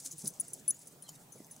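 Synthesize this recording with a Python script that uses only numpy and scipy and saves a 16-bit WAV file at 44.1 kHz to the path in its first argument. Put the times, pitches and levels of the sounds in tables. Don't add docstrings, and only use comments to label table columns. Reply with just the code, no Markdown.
import sys
import numpy as np
from scipy import signal
from scipy.fft import rfft, irfft
from scipy.io import wavfile
from scipy.ndimage import uniform_filter1d

SR = 44100
rng = np.random.default_rng(int(sys.argv[2]) if len(sys.argv) > 2 else 0)


def store_pcm(level_fs):
    pcm = np.round(np.clip(level_fs, -1, 1) * 32767).astype(np.int16)
    wavfile.write(sys.argv[1], SR, np.atleast_2d(pcm).T)


def boost(x):
    u = np.asarray(x, float) / 20
    return 10 ** u


N = 70560

# (frequency [Hz], relative density [dB per Hz])
AIR_SPECTRUM = [(12, -9), (30, -21), (50, -31), (80, -28), (120, -15), (184, -0.5), (465, -9), (913, -12),
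                (1100, -17), (1800, -18.5), (2440, -21), (5670, -21.5), (8640, -19), (13500, -20.5),
                (15600, -17.5), (16500, -48)]
# (frequency [Hz], correlation [-1..1])
AIR_LIKENESS = [(60, 0.15), (150, 0.78), (380, 0.94), (950, 0.27), (2380, 0.063), (5980, 0.34),
                (15000, 0.055)]
# (frequency [Hz], left minus right [dB])
AIR_TILT = [(60, -10.5), (240, -1), (950, -1), (3770, 0.5), (15000, -1)]
# (time [s], length [s], level [dB], start [Hz], end [Hz])
CHIRPS = [(0.712, 0.032, -68.5, 1850, 1830), (1.02, 0.013, -67, 3080, 3100),
          (1.027, 0.054, -63, 4230, 4060), (1.061, 0.023, -62, 3260, 3140),
          (1.079, 0.024, -55.5, 3100, 3030), (1.149, 0.019, -65.5, 3780, 3720),
          (1.368, 0.065, -72, 2320, 1955), (1.472, 0.052, -72, 2190, 1860)]
# (time [s], level [dB], length [s], mean pitch [Hz])
THUMPS = [(0.053, -58, 0.036, 261.4), (.13, -51, 0.031, 151.3), (0.2405, -38, 0.012, 184),
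          (0.253, -43, 0.029, 139.8), (0.422, -62.5, 0.032, 695), (0.518, -60.5, 0.041, 385.4),
          (0.692, -56, 0.025, 211), (1.088, -49.5, 0.0037, 730), (1.089, -52, 0.0055, 1000),
          (1.345, -55, 0.033, 118.3), (1.356, -51.5, 0.0095, 458), (1.402, -39.5, .005, 278),
          (1.411, -54, 0.016, 204), (1.568, -61, 0.046, 220)]
# (frequency [Hz], relative level [dB])
THUMP_BODY = [(100, 13), (250, -17), (450, -2.5), (850, -11), (1800, -6), (4000, -46)]
# (frequency [Hz], gain [dB])
WIND_RESPONSE = [(20, -30), (70, -24), (130, 0), (800, 0), (1400, -14), (16000, -14)]
# (time [s], relative level [dB])
RUSTLE = [(0, -42), (.012, -54.5), (.04, -52), (0.061, -35.5), (.098, -56), (0.127, -45), (0.15, -63),
          (.19, -51), (0.219, -46), (.232, -54.5), (.262, -45), (0.275, -38.5), (.294, -52.5), (.32, -60.5),
          (.338, -57.5), (.382, -60.5), (.422, -59), (.45, -51.5), (.462, -57.5), (.508, -55.5),
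          (.524, -66), (0.544, -50), (.578, -62.5), (0.599, -53), (.615, -63.5), (.668, -67.5), (.726, -65),
          (.77, -58), (.79, -65), (0.823, -52), (.846, -66.5), (.882, -56), (.904, -67.5), (0.925, -58),
          (.94, -69), (1.01, -82), (1.027, -59.5), (1.04, -62), (1.078, -64.5), (1.093, -43),
          (1.107, -71.5), (1.158, -53), (1.172, -66), (1.22, -59.5), (1.26, -77), (1.362, -61.5),
          (1.5, -69), (1.52, -57.5), (1.559, -65), (1.564, -66), (1.574, -61), (1.6, -67)]
# (frequency [Hz], relative density [dB per Hz])
GRASS_SPECTRUM = [(880, -88), (1500, -33), (3250, -18.5), (3850, -14), (4010, -13), (5150, -5.5), (7930, 1),
                  (15200, -19), (16000, -38), (16500, -77)]
# (time [s], onset level [dB], t60 [s], centre [Hz])
CRUNCHES = [(0.059, -45, 0.013, 7360), (0.13, -45, 0.0085, 7750), (0.247, -44, 0.016, 7800),
            (0.276, -38, 0.059, 14500), (0.257, -40.5, 0.024, 5250), (.338, -49.5, 0.024, 7100),
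            (0.359, -62, 0.012, 7440), (.768, -54, 0.021, 7500), (0.883, -43.5, 0.0067, 9100),
            (0.5323, -44.5, 0.049, 13900), (.792, -50, .01, 8000), (1.09, -56, 0.097, 4700),
            (1.119, -48, 0.0066, 12900), (1.468, -47, 0.0055, 11000), (1.5642, -45, 0.013, 7900)]
# (frequency [Hz], relative level [dB], free t60 [s])
BIG_TAG_MODES = [(3650, -38, .05), (8050, -9, .012), (10085, 0, .6), (11060, -26, .015), (13140, -20, .07),
                 (14100, -19, .03), (15450, -22, .06)]
SMALL_TAG_MODES = [(8100, -14, .02), (8730, -16, .04), (9520, 0, .08), (9800, -7, .05), (10360, -6, .08),
                   (10800, -10, .02), (14480, -18, .03), (15700, -17, .04)]
RING_MODES = [(6070, -1, .035), (6215, -2, .22), (7080, -8, .04), (7800, -12, .03)]
CLASP_MODES = [(6840, 0, .3), (13140, -8, .09), (15420, -12, .12)]
# (time [s], level [dB], ring before fur damps it [s], left minus right [dB])
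BIG_TAG_KNOCKS = [(.116, -59, .02, 16), (.2464, -51, 0.012, -8), (.2722, -37, .004, 19),
                  (.277, -25.5, 0.0014, 3), (.3985, -29, 0.011, 9.5), (.4079, -36, 0.00046, -2),
                  (.5336, -31, .002, -5), (.5358, -36.5, 0.004, 7.5), (.6792, -23.5, 0.039, 6.5),
                  (.7058, -19, 0.00044, 2), (.7437, -50, .001, 1), (.791, -50.5, 0.0016, 1),
                  (.8712, -52, 0.011, -6), (1.0924, -54.5, 0.004, 13), (1.1558, -60, 0.005, 5),
                  (1.322, -52, 0.017, 8), (1.3588, -62.5, 0.078, 6), (1.5115, -49, 0.02, 4.5)]
SMALL_TAG_KNOCKS = [(.181, -42.5, 0.0092, 2), (.191, -43, 0.0019, 9), (.2453, -48.5, 0.0061, 5),
                    (.2746, -34, 0.013, -7), (.3027, -51, 0.0058, 16), (.3985, -34, .009, 6),
                    (.4079, -27.5, 0.0008, -6), (.4785, -51, .003, 6), (.4812, -39.5, 0.0025, 1),
                    (.4875, -55, .002, -19), (.5325, -42, 0.0017, -3), (.5372, -50, .002, 2),
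                    (.7055, -30, 0.0034, -12), (.7194, -71, 0.0027, 1), (.857, -58, .002, -6),
                    (.8709, -49, 0.011, 3), (1.0232, -44.5, 0.009, 2), (1.036, -55, 0.0054, 10),
                    (1.3214, -54, 0.017, -3), (1.3584, -69, 0.018, 14), (1.5105, -49, 0.018, -5),
                    (1.5628, -65, 0.014, -8)]
RING_KNOCKS = [(.1116, -39.5, .001, -3), (.2763, -32.5, 0.0037, -1), (.3995, -46, 0.0078, -1),
               (.4085, -45.5, 0.0034, 0), (.5327, -55.5, .002, 2), (.597, -57, .001, 2),
               (.6784, -47.5, 0.0019, -3), (.7063, -38.5, 0.0051, 1.5), (.8714, -49, 0.002, -2),
               (1.0236, -56, 0.0044, 0.41), (1.3214, -58, 0.043, 0), (1.4456, -51, .001, 1),
               (1.5105, -51, 0.016, -2), (1.532, -60.5, 0.013, -3), (1.5638, -59, 0.0022, 0)]
CLASP_KNOCKS = [(.1145, -45, .002, 0), (.285, -67, 0.036, 0), (.409, -47.5, 0.0093, 0.41),
                (.68, -72, 0.023, 0), (.7063, -49, 0.039, 0.88), (.7445, -52.5, 0.03, 0),
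                (1.3214, -60, 0.079, 0)]
# (frequency [Hz], relative level [dB])
TICK_SPECTRUM = [(3000, -60), (5300, -40), (6000, -4), (8000, 0), (10800, -3), (11800, -28), (14000, -16),
                 (16000, -24)]
# (frequency [Hz], gain [dB])
TREBLE_LIMIT = [(20, 0), (15850, 0), (16250, -25)]

AIR_DB, PATCH_DB = -60.5, 2.66
DRONE_HZ, DRONE_WIDTH_HZ, DRONE_DB = 153, 26, -66
OVERTONE_STEP_DB, THUMP_BODY_DB = -9, -7
RUSTLE_GAIN_DB, SNAPS_PER_S, SNAP_SPREAD_DB = -2.5, 2000, 2.5
SWISH_RATIO, GRASS_WIDTH_RATIO = 0.67, 0.22
RATTLE_PER_S, RATTLE_DB, RATTLE_MAX_T60_S = 130, -7, 0.072
TICK_DB, TICK_T60_S = -10, .011
DETUNE_RATIO = .0012
SPOT_DB, LEAN_DB = 4, 6
CHATTER_DB, FIRM_DB, CHATTER_S = 3, -25, .004
DAMPED_T60_S, SWING_RATIO, TURN_S = .022, .85, .027
LAG_S, WIDE_HZ = .00004, 12000
SCATTER_DB, SCATTER_T60_S = -22, .05


def evened(x):
    return x / np.sqrt(np.mean(x ** 2) + 1e-20)


def read(points, hz):
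    f, value = np.transpose(points)
    return np.interp(np.log(hz + 1), np.log(f + 1), value)


def colour(x, points):
    gain = boost(read(points, np.fft.rfftfreq(x.shape[-1], 1 / SR)))
    return irfft(rfft(x) * gain, x.shape[-1])


def add(mix, s, sound, pan_db=0):
    part = mix[:, round(s * SR):][:, :sound.shape[-1]]
    part += sound[..., :part.shape[1]] * boost(np.array([[pan_db], [-pan_db]]) / 2)


def hiss():
    frames, hz = N // 256 + 5, np.fft.rfftfreq(1024, 1 / SR)
    a, b, c, d, patches = rng.standard_normal((frames, 513, 5)).T
    patches = uniform_filter1d(patches, size=10, axis=0)
    patches = evened(uniform_filter1d(patches, size=10, axis=1))
    same = np.clip(read(AIR_LIKENESS, hz), -1, 1)[:, None]
    left = a + 1j * b
    right = same * left + np.sqrt(1 - same ** 2) * (c + 1j * d)
    tilt_db = np.array([.5, -.5])[:, None, None] * read(AIR_TILT, hz)[:, None]
    level_db = read(AIR_SPECTRUM, hz)[:, None] + PATCH_DB * patches + tilt_db
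    z = np.array([left, right]) * boost(level_db)
    return boost(AIR_DB) * evened(signal.istft(z, nperseg=1024, noverlap=768)[1][:, :N])


def drone():
    offset = (np.fft.rfftfreq(N, 1 / SR) - DRONE_HZ) / DRONE_WIDTH_HZ
    hum = evened(irfft(rfft(rng.standard_normal(N)) / (1 + offset ** 2), N))
    return boost(DRONE_DB + np.array([[-.7], [.7]])) * hum


def birds():
    out = np.zeros((2, N))
    for s, length_s, db, from_hz, to_hz in CHIRPS:
        u = np.arange(0, length_s, 1 / SR) / length_s
        flutter, waver = uniform_filter1d(rng.standard_normal((2, 4000)), size=200, axis=1)[:, :len(u)]
        pitch_hz = to_hz + (from_hz - to_hz) * (1 - u) ** 1.5 + 900 * waver
        phase = 2 * np.pi * np.cumsum(pitch_hz) / SR
        swell = np.sin(np.pi * u) ** .6
        add(out, s, boost(db + 35 * flutter) * swell * np.sin(phase), -2)
    return out


def thumps():
    out, t = np.zeros((2, N)), np.arange(4000) / SR
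    for s, db, length_s, hz in THUMPS:
        wobble = 1 + .08 * evened(uniform_filter1d(rng.standard_normal(len(t)), size=150))
        phase = 2 * np.pi * np.cumsum(hz * wobble) / SR
        tone = sum(boost(OVERTONE_STEP_DB * k) * np.cos((k + 1) * phase - 1) for k in range(5))
        body = boost(THUMP_BODY_DB) * evened(colour(rng.standard_normal(len(t)), THUMP_BODY))
        decay_db = -4 * t / length_s - 40 * np.maximum(t - length_s, 0) / length_s
        shape = np.minimum(t / .0015, 1) * boost(decay_db)
        add(out, s, boost(db) * shape * (tone + body), -1.5)
    return colour(out, WIND_RESPONSE)


def paws():
    s, db = np.transpose(RUSTLE)
    return boost(np.interp(np.arange(N) / SR, s, db) + RUSTLE_GAIN_DB)


def grass():
    size = boost(SNAP_SPREAD_DB * np.minimum(rng.exponential(1, N), 4))
    snaps = size * (rng.random(N) < SNAPS_PER_S / SR)
    burst = np.sqrt(signal.lfilter([1], [1, -.93], snaps ** 2))
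    mid, side = rng.standard_normal((2, N)) * (evened(burst) + SWISH_RATIO)
    sides = np.array([mid + GRASS_WIDTH_RATIO * side, mid - GRASS_WIDTH_RATIO * side])
    return paws() * evened(colour(sides, GRASS_SPECTRUM))


def crunches():
    out, t = np.zeros((2, N)), np.arange(2000) / SR
    for s, db, t60_s, hz in CRUNCHES:
        band = [(hz / 2, -30), (hz / 1.16, -4), (hz, 0), (hz * 1.07, -4), (hz * 2, -20)]
        noise = evened(colour(rng.standard_normal(len(t)), band))
        add(out, s, boost(db - 60 * t / t60_s) * noise)
    return out


def rattle():
    out, t = np.zeros((2, N)), np.arange(2000) / SR
    for modes in (BIG_TAG_MODES, SMALL_TAG_MODES, RING_MODES, CLASP_MODES):
        ring = np.zeros(len(t))
        for hz, db, t60_s in modes:
            ring += boost(db - 60 * t / min(t60_s, RATTLE_MAX_T60_S)) * np.sin(2 * np.pi * hz * t)
        taps = rng.standard_normal(N) * (rng.random(N) < RATTLE_PER_S / SR)
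        side = rng.uniform(-0.13, 0.27, N)
        hits = paws() * taps * np.array([1 + side, 1 - side])
        out += signal.oaconvolve(hits, ring[None], axes=1)[:, :N]
    return boost(RATTLE_DB) * out


def jingle(knocks, modes):
    out, t = np.zeros((2, N)), np.arange(6000) / SR
    hz, db, t60_s = np.transpose(modes)[:, :, None]
    minor = db < -1
    side = np.array([.5, -.5])[:, None, None]
    gaps_s = np.diff(np.transpose(knocks)[0], append=N / SR)
    for (s, knock_db, free_s, pan_db), gap_s in zip(knocks, gaps_s):
        spot, drift, phase, lean, lag = rng.standard_normal((5, len(modes), 1))
        chatter = rng.standard_normal((len(modes), len(t)))
        chatter = evened(uniform_filter1d(chatter, size=round(CHATTER_S * SR), axis=1))
        chatter = np.minimum(uniform_filter1d(chatter, size=40, axis=1), 1)
        lightness = np.clip((FIRM_DB - knock_db) / 20, 0, 1)

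        turn = 1 - SWING_RATIO * np.minimum(t / max(free_s, TURN_S), 1) ** 3
        edges = np.clip(np.minimum(t / .0009, (gap_s - t) / .0015), 0, 1)
        edges = np.sin(np.pi / 2 * edges) ** 2
        fur = boost(-60 * np.maximum(t - free_s, 0) / DAMPED_T60_S)

        varied_db = (SPOT_DB * spot + LEAN_DB * lean * side) * minor
        level = boost(db + varied_db + CHATTER_DB * lightness * chatter - 60 * t / t60_s)
        heard_s = t + LAG_S * lag * side * (hz > WIDE_HZ)
        ring = level * np.sin(2 * np.pi * hz * (1 + DETUNE_RATIO * drift) * heard_s + phase)
        tick = evened(colour(rng.standard_normal(len(t)), TICK_SPECTRUM))
        tick = tick * boost(TICK_DB - 60 * t / TICK_T60_S) * edges
        add(out, s, boost(knock_db) * (turn * edges * fur * ring.sum(1) + tick), pan_db)
    return out


def scatter(x):
    t = np.arange(4000) / SR
    tail = rng.standard_normal((2, len(t))) * boost(-60 * t / SCATTER_T60_S)
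    tail = tail / np.linalg.norm(tail[0])
    return boost(SCATTER_DB) * signal.oaconvolve(x, tail, axes=1)[:, :N]


def scene():
    collar = jingle(BIG_TAG_KNOCKS, BIG_TAG_MODES)
    collar += jingle(SMALL_TAG_KNOCKS, SMALL_TAG_MODES)
    collar += jingle(RING_KNOCKS, RING_MODES)
    collar += jingle(CLASP_KNOCKS, CLASP_MODES)
    collar += rattle()
    collar = collar + scatter(collar)
    steps = grass() + crunches()
    background = thumps() + birds() + hiss() + drone()
    return collar + steps + background


def top_cut(x):
    return signal.sosfilt(signal.butter(12, 16630, fs=SR, output="sos"), x)


def record(dry):
    mix = colour(dry, TREBLE_LIMIT)
    return top_cut(mix)


dry = scene()
out = record(dry)
store_pcm(out)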